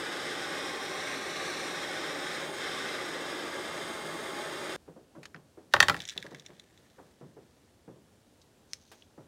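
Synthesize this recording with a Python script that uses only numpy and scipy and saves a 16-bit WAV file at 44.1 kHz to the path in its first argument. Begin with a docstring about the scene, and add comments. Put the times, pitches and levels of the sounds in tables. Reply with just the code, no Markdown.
"""Blowtorch and quench at a workbench

One microphone by the bench in a small workshop. A gas blowtorch roars and hisses over a steel rod,
then stops abruptly. Pliers tick; the hot rod drops into a plastic tub of liquid and bounces, ringing
the tub. Bubbles pop and a fizz dies away as it cools. Gloved hands click and slide on the rod,
and dull knocks come from further off."""
import sys
import numpy as np
from scipy import signal
from scipy.fft import rfft, irfft, next_fast_len
from scipy.io import wavfile

SR = 44100
rng = np.random.default_rng(int(sys.argv[2]) if len(sys.argv) > 2 else 0)


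def persist_wave(psi):
    """Save psi, clipped to +-1, as 16-bit WAV."""
    counts = np.round(np.clip(psi, -1, 1) * 32767).astype(np.int16)
    wavfile.write(sys.argv[1], SR, np.atleast_2d(counts).T)


N = 408807
T = np.arange(N) / SR
TORCH_END_S, PLUNGE_S = 4.763, 5.705
BOIL_ATTACK_S, BOIL_HOLD_S = .04, .28

# how the torch is held: (time [s], hiss pitch [ratio], nozzle closeness to the rod [0-1])
TORCH_POSE = [(0, 0.98, 0.44), (.6, 1.003, 0.1), (1.1, 1.067, 0.07), (1.5, 1.1, 0.15), (1.9, 1.01, 0.18),
              (2.36, 1.01, 0.33), (2.52, 1, 0.92), (2.68, 0.99, 0.09), (3.0, 1.0, 0.35), (3.4, .985, 0.56),
              (4.1, 0.99, 0.91), (4.72, 1.004, 0.73)]
# hollow tones of the flame over the bench: (frequency [Hz], width [Hz], level [dB])
ROAR_MODES = [(162, 19.6, -0.5), (290, 56, -4.5), (364.5, 50.5, 6.5), (449, 54, -1.5), (575.6, 125, -1.5),
              (802.4, 100, -3.5), (922, 29, -10.5), (1057, 19, -1), (1178, 160, -2.5)]
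# broad turbulence of the flame: (frequency [Hz], level [dB])
ROAR_COLOUR = [(30, -61), (60, -18), (110, -16.5), (250, -7.5), (600, -6), (1000, -10.5), (1400, -13),
               (2000, -32), (4000, -41)]
# gas jet and nozzle: (frequency [Hz], width [Hz], level far from the rod [dB], level close to it [dB])
JET_MODES = [(1475, 140, -0.5, 4.5), (1660, 170, -0.5, 4), (1826, 185, -2.5, 4), (1995, 170, -1.5, -2),
             (2138, 145, -2.5, 6), (2410, 220, -6.5, -5.5), (2597, 57, -6, -35), (2750, 160, -13.5, -1),
             (3200, 270, -6, 0), (3550, 280, -4, -0.5), (3780, 173, -5.5, -2.5), (3986, 320, -11, -4),
             (4650, 190, -26, -2), (5020, 370, -9.5, -6.5), (5420, 460, -8.5, -9.5), (6730, 840, -21, -7.5),
             (8110, 450, -22, -7.5), (9000, 840, -31, -5), (11900, 1600, -37, -17.5),
             (15000, 700, -50, -26)]
# broad turbulence of the jet: (frequency [Hz], level [dB])
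JET_COLOUR = [(500, -46), (1300, -6), (2000, -9.5), (2900, -13), (4500, -14.5), (6000, -17.5), (7500, -20),
              (8500, -16.5), (10000, -25), (12000, -28), (13000, -35), (15500, -53)]
# surfaces round the flame: (lag with nozzle far [s], lag with it close [s], reflection [signed ratio])
SURFACES = [(.00178, .00182, -0.034), (.00298, 0.0026, -0.17), (.00278, 0.0033, 0.059),
            (.00360, 0.0047, 0.13), (.00615, 0.0037, -0.14), (.00664, 0.0074, 0.075),
            (.00748, 0.0096, 0.075), (.0096, 0.0093, 0.12), (0.0127, 0.011, -0.11), (0.0169, .0168, 0.11)]
# the rod strikes the tub: (time [s], level [dB], centre [Hz], width [octaves], rattle against ring [dB])
TUB_BLOWS = [(5.7376, -14.5, 1060, 1.7, 1), (5.7642, -27, 1200, 1.1, -8), (5.8031, -12.5, 2400, 1.5, 6.5),
             (5.8268, -18.5, 2000, 1.47, 5), (5.8834, -21, 2000, 1.8, -2), (5.897, -20.5, 1790, 1.18, 4),
             (5.9019, -32, 1300, 1.3, -30.5), (5.9439, -33, 1460, 1.2, 1)]
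# the plastic tub with its liquid: (frequency [Hz], level [dB], t60 [s])
TUB_MODES = [(355, -14, 0.12), (580, -9, 0.055), (827, -5, 0.048), (965, -2.5, 0.039), (1086, -1, 0.027),
             (1117, -6, .06), (1261, -9.5, 0.035), (1497, -3.5, 0.04), (1700, -8, .013), (1940, 1.5, .016),
             (2490, -9, .02), (2760, -5, 0.027), (3130, -6.5, 0.024), (3380, -8.5, 0.022),
             (4030, -1.5, 0.0069), (5130, -4, .011), (6570, -8, 0.01)]
# rattle of the rod in the tub: (frequency [Hz], level [dB])
RATTLE_COLOUR = [(150, -14), (600, -11.5), (1800, 4.5), (2600, -8), (4500, -7.5), (8000, -11.5),
                 (11500, -17), (14000, -21.5), (16000, -39.5)]
# the loudest bubbles on the hot rod: (time [s], relative level [dB], pitch [Hz], relative treble [dB])
LOUD_POPS = [(5.966, -32, 1780, -10), (6.0036, -30, 3420, -17), (6.0193, -36, 3430, -8),
             (6.0532, -35, 3440, 1), (6.078, -37, 3530, -2), (6.0885, -29, 3660, -6),
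             (6.0962, -30, 3570, -11), (6.1044, -36, 3480, -12), (6.1772, -23.5, 3400, -30),
             (6.2262, -32.5, 2300, -30), (6.265, -35.5, 1700, -27), (6.3472, -36, 2060, -30),
             (6.3972, -41.5, 3800, -9), (6.4625, -38, 3400, -3), (6.5972, -40.5, 3450, -9),
             (6.776, -51.5, 3450, -22)]
# the hollow above the liquid: (frequency [Hz], level [dB], t60 [s])
HOLLOW_MODES = [(1670, 1.5, 0.027), (1940, -3.5, 0.018), (2190, -3, 0.017), (2700, -14, 0.02),
                (3100, -15, 0.03), (3500, 1, 0.017), (3910, -2, 0.018), (5440, -5, 0.011),
                (5760, -1, 0.009), (6500, -2.5, 0.014), (7200, 1, 0.013), (8000, -5, .014)]
# heaving liquid: (frequency [Hz], level [dB])
SLOSH_COLOUR = [(30, -34), (55, -10), (85, -1), (125, -4.5), (158, 1), (215, -9), (400, -11), (800, -13),
                (2000, -43.5)]
# tiny bubbles bursting: (frequency [Hz], level [dB])
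FIZZ_COLOUR = [(600, -23), (1200, -10), (1800, 6.5), (2600, -5), (3700, 1), (4700, -5.5), (6000, -5.5),
               (9000, -14.5), (15000, -24.5)]
# pliers and gloves touch the rod: (time [s], level [dB], pitch [Hz], width [octaves], t60 [s])
ROD_CLICKS = [(5.231, -49.5, 1850, 1.15, 0.056), (5.255, -45.5, 2090, 1.06, 0.03),
              (5.346, -45, 1630, 0.29, 0.019), (5.346, -61, 4200, 0.37, .02),
              (5.362, -57.5, 1800, 0.82, 0.028), (8.416, -61.5, 4480, 0.51, 0.052),
              (8.734, -35.5, 5560, 0.25, 0.0043), (8.734, -38.5, 4130, 0.85, 0.0044),
              (8.916, -51.5, 1690, 1.6, 0.15), (9.023, -57, 3100, 0.39, 0.014)]
# gloves sliding on steel: (frequency [Hz], level [dB])
RUB_COLOUR = [(800, -16.5), (1800, -13), (3500, -4), (5300, -4.5), (6300, 1), (7300, -12.5), (15000, -25)]
# knocks further off: (time [s], relative level [dB], boom [dB], brightness [dB])
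KNOCKS = [(4.876, -48.5, -5, -7), (4.961, -50.5, -17, -9), (5.149, -56.5, -8, 4.5), (5.163, -46, -7, -19),
          (5.345, -53, -0.5, -1), (5.572, -50.5, -13, -6), (6.159, -50.5, -2.5, -1.5), (6.244, -49, -7, -1),
          (6.315, -48, -4.5, -4.5), (6.492, -55.5, -1.5, -2), (6.981, -48.5, -13.5, -3),
          (7.2101, -47.5, -2, -7.5), (7.366, -49, -9.5, -9), (7.877, -49, -2, -6.5), (7.958, -58, -5, -8.5),
          (8.915, -63, -3, 5), (9.177, -48.5, -4.5, -5)]
# the quiet air of the workshop: (frequency [Hz], level [dB])
AIR_COLOUR = [(15, -64), (25, -29), (43, -16.5), (87, -6), (127, -11.5), (206, -12), (229, -10.5),
              (545, -16.5), (1130, -25.5), (1330, -26), (1740, -27.5), (1940, -30.5), (2910, -29.5),
              (8830, -33.5), (16000, -44)]
# the workshop's echo: (frequency [Hz], t60 [s])
ROOM_DECAY = [(150, .4), (500, 0.23), (1500, 0.16), (4000, 0.14), (12000, .15)]


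def blowtorch(roar_db=-40, hiss_db=-37, shadow_db=10, flutter_db=.3, sputter_db=.63, waver_db=.5):
    """The flame roars low; the jet's hiss shifts as the nozzle moves and drops close to the rod."""
    pitch, close = curves(TORCH_POSE)
    hiss_level_db = hiss_db - shadow_db * close ** 2 + waver_db * walk(3.6)
    roar = turbulence(ROAR_COLOUR) + sum(undb(db) * resonance(hz, width) for hz, width, db in ROAR_MODES)
    jet = turbulence(JET_COLOUR)
    for hz, width, far_db, near_db in JET_MODES:
        jet += undb(far_db + close * (near_db - far_db)) * resonance(hz * pitch, width)
    flame = unit(roar) * undb(roar_db + flutter_db * walk(25))
    flame += unit(jet) * undb(hiss_level_db + sputter_db * walk(30))
    # reflections reach the microphone by moving paths and comb the hiss
    echoes = sum(share * np.interp(T - far_s - close * (near_s - far_s), T, flame)
                 for far_s, near_s, share in SURFACES)
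    return (flame + echoes) * (T < TORCH_END_S)


def tub_blows(wall_lag_s=.0016, wall_share=.25, splash_db=-16):
    """Each blow of the rod rings the tub, rattles and splashes; the wall returns it at once."""
    out, t = np.zeros(N), T[:SR // 6]
    for s, db, centre_hz, octaves, rattle_db in TUB_BLOWS:
        contact = hump(centre_hz, octaves)
        ring = np.zeros(len(t))
        for k, (hz, mode_db, t60) in enumerate(TUB_MODES):
            tone = np.sin(2 * np.pi * hz * (1 + .006 * rng.standard_normal()) * t)
            ring += (-1) ** k * undb(mode_db) * contact(hz) * fade(t, t60) * tone
        rattle = noise(lambda f: colour(RATTLE_COLOUR)(f) * contact(f), len(t)) * fade(t, t60=.022)
        splash = noise(hump(1400, .89), len(t)) * fade(t, t60=.075)
        hit = burst(ring) + undb(rattle_db) * burst(rattle) + undb(splash_db) * burst(splash)
        hit = undb(db) * burst(hit)
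        add(out, s, hit)
        add(out, s + wall_lag_s, wall_share * hit)
    return shape(out, lambda f: bending_wall(f) * low_cut(f, 240))


def bending_wall(f, lag_s=.012, corner_hz=380):
    """Complex gain of the liquid-loaded plastic: low bending waves travel slowly and arrive late."""
    return np.exp(-2j * np.pi * lag_s * corner_hz * np.arctan(f / corner_hz))


def bubble_pops(gain_db=-9.5, snap_db=-8, open_s=.000098):
    """Each pop snaps and rings the hollow above the liquid, most strongly near its own pitch."""
    out, t = np.zeros(N), T[:SR // 20]
    for s, db, pitch_hz, treble_db in LOUD_POPS + faint_pops():
        focus = hump(pitch_hz, octaves=.51)
        tilt = colour([(3900, 0), (5700, 16 + .93 * treble_db)])
        ring = np.zeros(len(t))
        for hz, mode_db, t60 in HOLLOW_MODES:
            cycles = hz * (1 + .012 * rng.standard_normal()) * t + rng.random()
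            ring += undb(mode_db) * focus(hz) * tilt(hz) * fade(t, t60) * np.sin(2 * np.pi * cycles)
        snap = noise(hump(3200, 1), len(t)) * fade(t, t60=.0087)
        pop = (burst(ring) + undb(snap_db) * burst(snap)) * rise(t, open_s)
        add(out, s, undb(db + gain_db) * burst(pop))
    return shape(out, lambda f: low_cut(f, 1500) * high_cut(f, 12500))


def faint_pops(count=6, span_s=1, start_db=-46, sag_db_per_s=14, centre_hz=3000, treble_db=-12):
    """Random bubbles, ever sparser and weaker as the rod cools, as rows like those of LOUD_POPS."""
    rows, boil_end_s = [], PLUNGE_S + BOIL_ATTACK_S + BOIL_HOLD_S
    for k, (when, height) in enumerate(rng.random((count, 2))):
        age_s = span_s * ((k + when) / count) ** 2
        pitch_hz = centre_hz * 2 ** (height - .5)
        rows.append((boil_end_s + age_s, start_db - sag_db_per_s * age_s, pitch_hz, treble_db))
    return rows


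def slosh(level_db=-34, blow_share=.15):
    """The liquid heaves after each blow, a little more after a hard one."""
    power, t = np.zeros(N), T[:SR // 2]
    surge = rise(t, .003) * fade(t, t60=.26)
    for s, blow_db, *_ in TUB_BLOWS:
        add(power, s, (undb(level_db + blow_share * blow_db) * surge) ** 2)
    return np.sqrt(power) * noise(colour(SLOSH_COLOUR))


def fizz(boil_db=-51, simmer_db=-67):
    """The hot rod boils the liquid in tiny pops: a short hard boil and a long faint simmer."""
    boil = undb(boil_db) * envelope(PLUNGE_S, BOIL_ATTACK_S, BOIL_HOLD_S, t60=1.43)
    simmer = undb(simmer_db) * envelope(PLUNGE_S, BOIL_ATTACK_S, BOIL_HOLD_S, t60=9)
    return crackle(FIZZ_COLOUR, per_s=1900, spread_db=5, t60=.014) * np.hypot(boil, simmer)


def rod_clicks():
    """Pliers and gloves make short dry contacts with the rod."""
    out, t, lead = np.zeros(N), T[:SR // 6], SR // 200
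    for s, db, hz, octaves, t60 in ROD_CLICKS:
        contact = np.pad(rng.standard_normal(len(t)) * fade(t, t60), (lead, 0))
        add(out, s - lead / SR, undb(db) * burst(shape(contact, hump(hz, octaves))))
    return out


def glove_rub(level_db=-68.5):
    """Gloves slide once along the rod with a fine rustle."""
    slide = envelope(start_s=8.685, attack_s=.02, hold_s=.3, t60=.39)
    return undb(level_db) * crackle(RUB_COLOUR, per_s=6000, spread_db=5.5, t60=.008) * slide


def distant_knocks(tail_db=-17, tail_t60=.99):
    """Soft knocks far from the microphone: the lows build later and stay longer; a faint tail lingers."""
    out, t = np.zeros(N), T[:SR // 2]
    # low, middle and upper band: (centre [Hz], width [octaves], gain [dB], t60 [s], rise [s])
    bands = [(158, .38, 1, .42, .0064), (365, .52, 3.5, .2, .0032), (650, .85, 0, .21, .0016)]
    for s, db, boom_db, bright_db in KNOCKS:
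        for tilt_db, (hz, octaves, band_db, t60, rise_s) in zip((boom_db, 0, bright_db), bands):
            swell = rise(t, rise_s) * np.hypot(fade(t, t60), undb(tail_db) * fade(t, tail_t60))
            add(out, s, undb(db + tilt_db + band_db) * noise(hump(hz, octaves), len(t)) * swell)
    return out


def room_tone(level_db=-63.5, waver_db=.5):
    """The quiet air of the workshop, wavering slightly in level."""
    return noise(colour(AIR_COLOUR)) * undb(level_db + waver_db * walk(4.5))


def room(x, early_db, early_t60, late_db):
    """The microphone hears the direct sound, quick reflections off the bench and a short diffuse tail."""
    t = T[:SR // 2]
    hz, t60s = np.transpose(ROOM_DECAY)
    white = rng.standard_normal(len(t))
    late = sum(shape(white, lambda f: np.interp(np.log(f), np.log(hz), band)) * fade(t, t60)
               for band, t60 in zip(np.eye(len(hz)), t60s))
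    early = rng.standard_normal(len(t)) * fade(t, early_t60) * (t > .002)
    echo = undb(early_db) * unit(early) + undb(late_db) * unit(late * np.minimum(t / .01, 1))
    return x + signal.fftconvolve(x, echo / np.sqrt(len(t)))[:N]


def resonance(hz, width_hz):
    """Turbulence in one resonance whose centre may move; equal height per Hz."""
    slow = np.arange(0, N, 8)
    bell = np.exp(-2 * np.log(2) * (np.fft.fftfreq(len(slow), slow[1] / SR) / width_hz) ** 2)
    spectrum = bell * (rng.standard_normal(len(slow)) + 1j * rng.standard_normal(len(slow)))
    swell = np.interp(np.arange(N), slow, np.fft.ifft(spectrum))
    carrier = np.exp(2j * np.pi * np.cumsum(hz * np.ones(N)) / SR)
    return unit((swell * carrier).real) * np.sqrt(width_hz)


def turbulence(points):
    """Broad rush under the resonances, on the same scale per Hz."""
    return shape(rng.standard_normal(N), colour(points)) * np.sqrt(SR / 2)


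def crackle(points, per_s, spread_db, t60):
    """Dense tiny grains of uneven size, each with a short tail."""
    grains = (rng.random(N) < per_s / SR) * undb(spread_db * np.minimum(rng.exponential(size=N), 4))
    power = signal.fftconvolve(grains ** 2, fade(T[:SR // 30], t60) ** 2)[:N]
    return unit(shape(np.sqrt(np.abs(power)) * rng.standard_normal(N), colour(points)))


def noise(gain, size=N):
    """Coloured noise of rms 1."""
    return unit(shape(rng.standard_normal(size), gain))


def walk(rate_hz):
    """Slow random drift of rms 1."""
    return noise(lambda f: 1 / (1 + (f / rate_hz) ** 4))


def shape(x, gain):
    """Filter by a gain that is a function of frequency."""
    n = next_fast_len(len(x))
    return irfft(rfft(x, n) * gain(np.arange(n // 2 + 1) * SR / n + 1e-3), n)[:len(x)]


def colour(points):
    """Gain function through (frequency [Hz], level [dB]) points."""
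    hz, db = np.transpose(points)
    return lambda f: undb(np.interp(np.log(f), np.log(hz), db))


def hump(hz, octaves):
    """Gain function of one broad bell."""
    return lambda f: np.exp(-.5 * (np.log2(f / hz) / octaves) ** 2)


def low_cut(f, hz):
    """Gain of a small radiator: little sound far below hz."""
    return 1 / np.sqrt(1 + (hz / f) ** 6)


def high_cut(f, hz):
    """Gain of a soft contact: little sound far above hz."""
    return 1 / np.sqrt(1 + (f / hz) ** 6)


def envelope(start_s, attack_s, hold_s, t60):
    """Straight attack, hold, exponential release."""
    t = T - start_s
    return np.clip(t / attack_s, 0, 1) * fade(np.maximum(t - attack_s - hold_s, 0), t60)


def rise(t, rise_s):
    """Exponential approach to 1."""
    return 1 - np.exp(-t / rise_s)


def fade(t, t60):
    """Decay by 60 dB in t60 seconds."""
    return np.exp(-np.log(1000) * t / t60)


def curves(rows):
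    """Each column of a table, joined by straight lines in time."""
    s, *columns = np.transpose(rows)
    return [np.interp(T, s, column) for column in columns]


def add(out, s, x):
    """Mix a short sound in at time s."""
    i = int(s * SR)
    out[i:i + len(x)] += x[:N - i]


def burst(x):
    """Scale a hit to the energy of rms 1 over a hundredth of a second."""
    return x / np.sqrt(np.sum(x ** 2) / (SR / 100))


def unit(x):
    """Scale to rms 1."""
    return x / np.sqrt(np.mean(x ** 2))


def undb(db):
    """Decibels to gain."""
    return 10 ** (np.asarray(db) / 20)


def scene():
    """Torch, tub and hands at the bench, knocks and room tone behind them, in mono."""
    air = room_tone()
    plunge = room(tub_blows(), early_db=-12.5, early_t60=.09, late_db=-16)
    pops = room(bubble_pops(), early_db=-13.5, early_t60=.045, late_db=-21)
    hands = glove_rub() + room(rod_clicks(), early_db=-13, early_t60=.05, late_db=-19.5)
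    return (blowtorch() + plunge + pops + hands + distant_knocks() + fizz() + slosh() + air)[None]


def record(dry):
    """The microphone loses the deepest bass; the recorder clips any peak over 0.9 and cuts the top."""
    bass_cut = signal.butter(2, 38, "high", fs=SR, output="sos")
    top_cut = signal.ellip(10, .1, 70, 15800, fs=SR, output="sos")
    thin = signal.sosfilt(bass_cut, dry)
    return signal.sosfilt(top_cut, np.clip(thin, -.9, .9))


dry = scene()
out = record(dry)
persist_wave(out)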